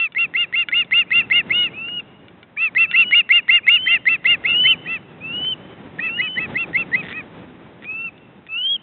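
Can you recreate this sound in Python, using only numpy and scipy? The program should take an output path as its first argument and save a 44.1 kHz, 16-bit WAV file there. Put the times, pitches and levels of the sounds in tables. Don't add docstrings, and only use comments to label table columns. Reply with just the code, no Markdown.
import sys
import numpy as np
from scipy import signal
from scipy.fft import rfft, irfft
from scipy.io import wavfile
from scipy.ndimage import uniform_filter1d

SR = 44100
rng = np.random.default_rng(int(sys.argv[2]) if len(sys.argv) > 2 else 0)


def store_wav(level_fs):
    pcm = np.round(np.clip(np.atleast_2d(level_fs), -1, 1) * 32767)
    wavfile.write(sys.argv[1], SR, pcm.T.astype(np.int16))


N = 388962
TIME = np.arange(N) / SR

# time_s, level_db
WIND_STRENGTH = [(0.0, -51), (0.07, -56.5), (0.17, -45.5), (0.66, -49.5), (1.41, -38.5), (2.54, -51),
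                 (3.1, -44), (3.17, -52), (4.68, -38), (5.02, -43), (5.44, -37), (5.54, -43), (6.1, -39.5),
                 (6.34, -45), (6.39, -37.5), (6.44, -38), (6.54, -38), (6.59, -43), (6.66, -36.5),
                 (7.27, -41), (7.39, -40), (7.83, -44), (8.03, -47), (8.76, -51.5)]
# centre_s, half_length_s, level_db
BUFFETS = [(6.386, .03, -35), (6.512, 0.046, -31.5)]
# frequency_hz, gain_db
RUSH_COLOUR = [(15, -59.5), (25, -33.5), (38, -23.5), (88, -7), (163, 1), (321, -3.5), (425, -6.5),
               (454, -9), (600, -12), (780, -39.5), (1320, -120)]
# frequency_hz, gain_db
TREE_COLOUR = [(300, -15), (500, -2.5), (800, -0.5), (1200, -5), (2000, -7), (3000, -12), (3700, -14.5),
               (4300, -36)]
# start_s, level_db, tilt_db_per_octave
TAPS = [(0.121, -38, 17.5), (0.685, -17, -0.5), (0.845, -39.5, 21), (1.884, -30, -6.5), (1.997, -32.5, 8),
        (2.282, -37, 11), (2.429, -34, 7.5), (2.912, -19, 12), (5.028, -41, -7), (5.446, -30, 4),
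        (8.02, -41.5, 8), (8.178, -41, 11)]
# frequency_hz, gain_db
CRACK_COLOUR = [(700, -20.5), (1400, 0), (2400, 1.5), (3600, 2.5), (4300, -13)]
# frequency_hz, gain_db, t60_s
STICK_MODES = [(1440, -5.5, 0.065), (1660, -10.5, 0.061), (2050, -8, .035), (2310, -5.5, 0.06),
               (2870, -6, 0.026), (3160, -18, 0.027), (3500, -12.5, 0.037)]
# frequency_hz, gain_db
CALL_HISS_COLOUR = [(600, -11), (1300, -16), (2000, -4), (2800, -3), (3600, -5.5), (4300, -16)]
# frequency_hz, gain_db, t60_s
THROAT_MODES = [(1440, -9.5, 0.0068), (1920, -3, 0.015), (2550, 0, 0.0033), (3570, -9, 0.0093)]
# start_s, end_s, pulses_per_s, level_db
CREAKS = [(7.027, 7.073, 183, -24), (7.084, 7.128, 210, -20.5), (7.822, 7.856, 140, -27),
          (8.466, 8.477, 157, -30.5)]
# start_s, end_s, first_hz, top_hz, rise_wait_s, bend (1 = straight), first_db, last_db
WHISTLES = [(1.068, 1.259, 2380, 2774, 0.0019, 2.4, -38.5, -31.5),
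            (1.734, 2.009, 2440, 2856, 0, 2.23, -30, -21), (2.81, 3.145, 2466, 2914, 0, 2.2, -31.5, -23),
            (3.631, 3.939, 2470, 3142, 0.0035, 1.62, -27.5, -20.5),
            (4.454, 4.733, 2577, 3072, 0, 1.45, -17, -10), (5.207, 5.542, 2494, 3096, 0, 1.36, -29, -18),
            (6.047, 6.388, 2553, 3030, 0, 1.8, -24, -27), (7.847, 8.094, 2435, 2746, 0, 1.43, -26.5, -24),
            (8.487, 8.767, 2638, 3322, 0.053, 1.34, -24.5, -15)]
# start_s, opening_s, whistle_s, top_hz, opening_db, whistle_db, third_harmonic_db (against the whistle)
CHIRPS = [(-.075, 0.045, 0.11, 2710, -14, -14.5, -21.5), (.148, 0.035, 0.081, 2763, -15, -13.5, -18.5),
          (0.338, 0.028, 0.089, 2824, -13.5, -14, -12.5), (.526, 0.029, 0.087, 2810, -14, -13.5, -13.5),
          (.714, 0.027, 0.095, 2832, -12.5, -12, -16), (.91, .027, 0.097, 2819, -9.5, -10, -16),
          (1.105, .025, .094, 2787, -10.5, -9.5, -13), (1.3, 0.026, 0.091, 2832, -9, -10.5, -5.5),
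          (1.496, 0.025, 0.17, 2903, -10.5, -13.7, -15.5), (2.563, 0.0096, 0.12, 2690, -31, -12.5, -20),
          (2.749, 0.031, 0.082, 2723, -10, -9, -16.5), (2.928, 0.031, 0.086, 2750, -10.5, -7.5, -27),
          (3.11, 0.036, 0.073, 2856, -7.5, -7.5, -17), (3.291, 0.032, 0.081, 2818, -6, -8.5, -11.5),
          (3.481, 0.025, 0.087, 2818, -5.5, -8.5, -7.5), (3.667, 0.028, 0.089, 2868, -3.5, -8, -20),
          (3.861, 0.022, 0.095, 2783, -10.5, -10.5, -4), (4.054, 0.034, .078, 2697, -7, -12.5, -12.5),
          (4.243, 0.025, 0.091, 2822, -8, -9.5, -8), (4.439, .027, .09, 2848, -11.5, -18.5, -12),
          (4.637, 0.034, 0.079, 2735, -11, -14.5, -19), (4.851, 0.021, .11, 2695, -27.5, -20, -9.5),
          (5.985, 0.016, 0.1, 2653, -18, -19.5, -9), (6.175, 0.04, 0.072, 2594, -13.5, -21.5, -13),
          (6.358, 0.036, 0.073, 2623, -15, -21.5, -7), (6.544, 0.03, 0.079, 2733, -15.5, -18.5, -20),
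          (6.731, .041, 0.065, 2714, -11.5, -18.5, -20), (6.916, .044, 0.065, 2564, -11, -23, -22.5),
          (7.112, 0.012, 0.098, 2558, -48, -25, -7)]
# length_share, pitch_ratio, gain_db
OPENING_CONTOUR = [(0, .9, -20), (.2, .87, -17), (.42, .945, -4), (.62, 0.9826, 0.5), (.85, 1.0235, 1),
                   (1, 1.055, -2.5)]
# length_share, gain_db
CHIRP_FADE = [(0, -0.5), (.55, 0.5), (.72, -1), (.86, -5), (1, -24)]

USUAL_OPENING_S, USUAL_WHISTLE_S, USUAL_DB = .03, .088, -12
PURITY_DB_PER_DB = .51


def from_db(db):
    return 10 ** (np.asarray(db) / 20)


def rms_one(x):
    return x / np.sqrt(np.mean(x ** 2) + 1e-20)


def along(rows, at):
    first, *columns = np.transpose(rows)
    return [np.interp(at, first, column) for column in columns]


def drift(rate_hz):
    hz = np.fft.rfftfreq(N, 1 / SR)
    return rms_one(irfft(rfft(rng.standard_normal(N)) / (1 + (hz / rate_hz) ** 2), N))


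def noise(colour):
    hz, db = np.transpose(colour)
    bins_hz = np.fft.rfftfreq(N, 1 / SR) + 1
    gain = from_db(np.interp(np.log(bins_hz), np.log(hz), db))
    skirts = np.minimum(1, bins_hz / hz[0]) ** 2 * np.minimum(1, hz[-1] / bins_hz) ** 4
    return rms_one(irfft(rfft(rng.standard_normal(N)) * gain * skirts, N))


def ring(clicks, hz, t60_s):
    decay, step = from_db(-60 / (t60_s * SR)), 2 * np.pi * hz / SR
    return signal.lfilter([0, np.sin(step)], [1, -2 * decay * np.cos(step), decay ** 2], clicks + 1e-18)


def resonance(hz, centre_hz, width_hz):
    return 1 / np.sqrt(1 + (2 * (hz - centre_hz) / width_hz) ** 2)


def gate(t, start, end, edge_s):
    return (1 + np.tanh((t - start) / edge_s)) * (1 - np.tanh((t - end) / edge_s)) / 4


def around(start, end):
    return np.flatnonzero((TIME > start - .01) & (TIME < end + .01))


def phase_of(hz):
    return 2 * np.pi * np.cumsum(hz) / SR


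def wind(rush_db=-.5, trees_db=-6.5, lumps_db=1.68, still_db=-59):
    strength = from_db(along(WIND_STRENGTH, TIME)[0] + lumps_db * drift(8.5))
    buffets = sum(from_db(db) * np.exp(-((TIME - centre) / half) ** 2) for centre, half, db in BUFFETS)
    rush = np.hypot(strength * from_db(rush_db), buffets) * noise(RUSH_COLOUR)
    tree_gain = np.hypot(strength, buffets) * from_db(trees_db)
    return rush + np.hypot(tree_gain, from_db(still_db)) * noise(TREE_COLOUR)


def forest_echo(sound, near_db=-27, near_t60_s=.05, far_db=-30, far_delay_s=.15, far_t60_s=.54):
    t = TIME[:SR]
    near = rng.standard_normal(SR) * from_db(-60 * t / near_t60_s)
    far = rng.standard_normal(SR) * from_db(-60 * t / far_t60_s) * gate(t, far_delay_s, 1, edge_s=.02)
    echo = from_db(near_db) * near / np.linalg.norm(near) + from_db(far_db) * far / np.linalg.norm(far)
    return signal.fftconvolve(sound, echo)[:N]


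def stick_taps(pivot_hz=2000, ring_growth=.21, crack_db=-8, crack_t60_s=.013):
    start_s, level_db, tilt_db = np.transpose(TAPS)
    at = (start_s * SR).astype(int)
    hits = np.zeros(N)
    hits[at] = from_db(level_db + crack_db)
    decay = from_db(-60 / (crack_t60_s * SR))
    out = signal.lfilter([1], [1, -decay], hits + 1e-18) * noise(CRACK_COLOUR)
    ring_db = level_db + ring_growth * (level_db - level_db.max())
    for k, (hz, db, t60_s) in enumerate(STICK_MODES):
        clicks = np.zeros(N)
        scatter_db = rng.normal(0, 1.5, len(at))
        clicks[at] = from_db(ring_db + db + tilt_db * np.log2(hz / pivot_hz) + scatter_db)
        out += (-1) ** k * ring(clicks, hz, t60_s)
    return out


def call_hiss(voice, hiss_db=-29, patchy_db=4):
    envelope = np.sqrt(np.abs(uniform_filter1d(voice ** 2, size=128)))
    return from_db(hiss_db + patchy_db * drift(27)) * noise(CALL_HISS_COLOUR) * envelope


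def throat_pulses(pop_db=-4, pop_top_hz=2200, creak_db=-4, air_db=-19):
    pops, creaks = np.zeros(N), np.zeros(N)
    for start, _, _, _, opening_db, whistle_db, _ in CHIRPS:
        if start > 0:
            pops[round(start * SR)] = from_db(min(opening_db, whistle_db) + pop_db)
    for start, end, per_s, db in CREAKS:
        pulse_s = np.arange(start, end, 1 / per_s)
        late, strength = rng.standard_normal((len(pulse_s), 2)).T
        at = ((pulse_s + .1 * late / per_s) * SR).astype(int)
        creaks[at] = from_db(db + creak_db + 2 * strength)
    puffs = signal.lfilter([1], [1, -.985], creaks + 1e-18)
    air = from_db(air_db) * puffs * rng.standard_normal(N)
    soft_pops = signal.sosfilt(signal.butter(2, pop_top_hz, fs=SR, output="sos"), pops + 1e-18)
    drive = soft_pops + creaks + air
    return sum((-1) ** k * from_db(db) * ring(drive, hz, t60_s)
               for k, (hz, db, t60_s) in enumerate(THROAT_MODES))


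def begging_whistles(attack_s=.048, release_s=.04, skip_hz=2804, half_skip_hz=32.7, skip_reach_hz=117):
    out = np.zeros(N)
    shake = 1 + .002 * drift(150) + .003 * drift(17)
    flutter_db = 1.6 * drift(30)
    for start, end, first_hz, top_hz, wait_s, bend, first_db, last_db in WHISTLES:
        at = around(start, end)
        t = TIME[at]
        rise = np.interp(t, [start + wait_s, end - release_s], [0, 1])
        hz = top_hz - (top_hz - first_hz) * (1 - rise) ** bend
        from_skip = (hz - skip_hz) / skip_reach_hz
        hz = hz + half_skip_hz * np.tanh(20 * from_skip) * np.exp(-from_skip ** 2)
        left_s = np.maximum(end - t, 0)
        scoop = .06 * np.exp(-np.maximum(t - start, 0) / .012)
        sag = .07 * np.maximum(1 - left_s / release_s, 0) ** 2
        flick = .082 * np.exp(-left_s / .0021)
        phase = phase_of(hz * (1 - scoop - sag - flick) * shake[at])
        attack_db = np.interp(t, [start, start + attack_s], [-9, 0])
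        release_db = -14 * np.exp(-left_s / .0064)
        db = np.interp(t, [start, end - release_s], [first_db, last_db]) + attack_db + release_db
        throat = resonance(hz / 2, centre_hz=1380, width_hz=210) ** 2
        sub_octave = from_db(-27 - PURITY_DB_PER_DB * (db - USUAL_DB)) * throat * np.sin(phase / 2)
        envelope = from_db(db + flutter_db[at]) * gate(t, start, end, edge_s=.0018)
        out[at] += (np.sin(phase) + sub_octave) * envelope
    return out


def chirp_opening(share, pitch_hz, shake, level_db, octave_db=-26):
    ratio, rise_db = along(OPENING_CONTOUR, share)
    phase = phase_of(pitch_hz * ratio * shake)
    beak = resonance(2 * pitch_hz * ratio, centre_hz=3960, width_hz=260) ** 2
    return (np.sin(phase) + from_db(octave_db) * beak * np.sin(2 * phase)) * from_db(level_db + rise_db)


def chirp_whistle(share, hz, shake, whistle_s, level_db, third_db, sway_db=.65, slip_rad=.09):
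    buzz = phase_of(hz * shake) / 4
    purer_db = PURITY_DB_PER_DB * (level_db - USUAL_DB)
    lean_db = third_db + np.interp(share, [0, .15, .4, .66, .82, 1], [-9, -8, 0, 0, -7, 10])
    mouth_db = {k: 20 * np.log10(resonance(hz * k / 4, centre_hz=3530, width_hz=330)) for k in (5, 6)}
    harmonics_db = {1: lean_db - 27, 2: -24 - purer_db, 3: lean_db,
                    5: mouth_db[5] - 23.5 - purer_db, 6: mouth_db[6] - 35.5 - purer_db}
    hoarse = (whistle_s / USUAL_WHISTLE_S) ** 1.3
    tone = np.sin(4 * buzz)
    for k, db in harmonics_db.items():
        sway, slip = (k * np.interp(share, np.linspace(0, 1, 40), rng.standard_normal(40))
                      for _ in range(2))
        tone += from_db(db + sway_db * sway) * np.sin(k * buzz + slip_rad * hoarse * slip)
    return tone


def chirps(jitter=.0036, opening_ratio=.7581, entry_ratio=.96, fall_ratio=.95, edge_s=.00067):
    out = np.zeros(N)
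    shake = 1 + jitter * (drift(400) + drift(28))
    flutter = from_db(.35 * drift(40))
    for start, opening_s, whistle_s, top_hz, opening_db, whistle_db, third_db in CHIRPS:
        break_s = start + opening_s
        end = break_s + whistle_s
        at = around(start, end)
        t = TIME[at]
        early = np.log2(USUAL_OPENING_S / opening_s)
        opening_hz = top_hz * opening_ratio * (1 - .075 * early)
        entry_hz = top_hz * entry_ratio * (1 - .04 * early)
        entry_db = whistle_db - 1.74 - 4 * early
        opening = chirp_opening((t - start) / opening_s, opening_hz, shake[at], opening_db)
        hold = whistle_s / USUAL_WHISTLE_S * np.sqrt(opening_s / USUAL_OPENING_S)
        share = np.clip((t - break_s) / whistle_s, 0, 1)
        past_top = (share - .45) / .35
        climb_hz = (top_hz - entry_hz) * np.abs(past_top) ** (2.1 * hold)
        drop_hz = top_hz * (1 - fall_ratio) * np.abs(past_top) ** 3.1
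        arch_hz = top_hz - np.where(past_top < 0, climb_hz, drop_hz)
        whistle = chirp_whistle(share, arch_hz, shake[at], whistle_s, whistle_db, third_db)
        swell_db = np.interp(share * hold, [.05, .38], [entry_db, whistle_db])
        whistle *= from_db(swell_db + along(CHIRP_FADE, share)[0]) * gate(t, break_s, end, edge_s)
        out[at] += (opening * gate(t, start, break_s, edge_s) + whistle) * flutter[at]
    return out


def scene(whistle_hiss_db=-7):
    chirping, whistling = chirps(), begging_whistles()
    hiss = call_hiss(chirping + from_db(whistle_hiss_db) * whistling)
    nest = chirping + whistling + hiss + throat_pulses() + stick_taps()
    return (nest + forest_echo(nest) + wind())[None]


def record(dry, mic_top_hz=4080, grit_db=-44, hiss_db=-100, ceiling=.71, cutoff_hz=15700):
    narrow = signal.sosfilt(signal.butter(20, mic_top_hz, fs=SR, output="sos"), dry)
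    grit_gain = from_db(grit_db + 4 * drift(29)) * uniform_filter1d(narrow ** 2, size=256)
    grit = grit_gain * noise([(4200, -3.5), (5100, 2.5), (5800, -10), (8000, -12), (14000, -24)])
    hiss = from_db(hiss_db) * rng.standard_normal(N)
    clipped = np.clip(narrow + grit + hiss, -ceiling, ceiling)
    return signal.sosfilt(signal.ellip(10, .1, 80, cutoff_hz, fs=SR, output="sos"), clipped)


dry = scene()
out = record(dry)
store_wav(out)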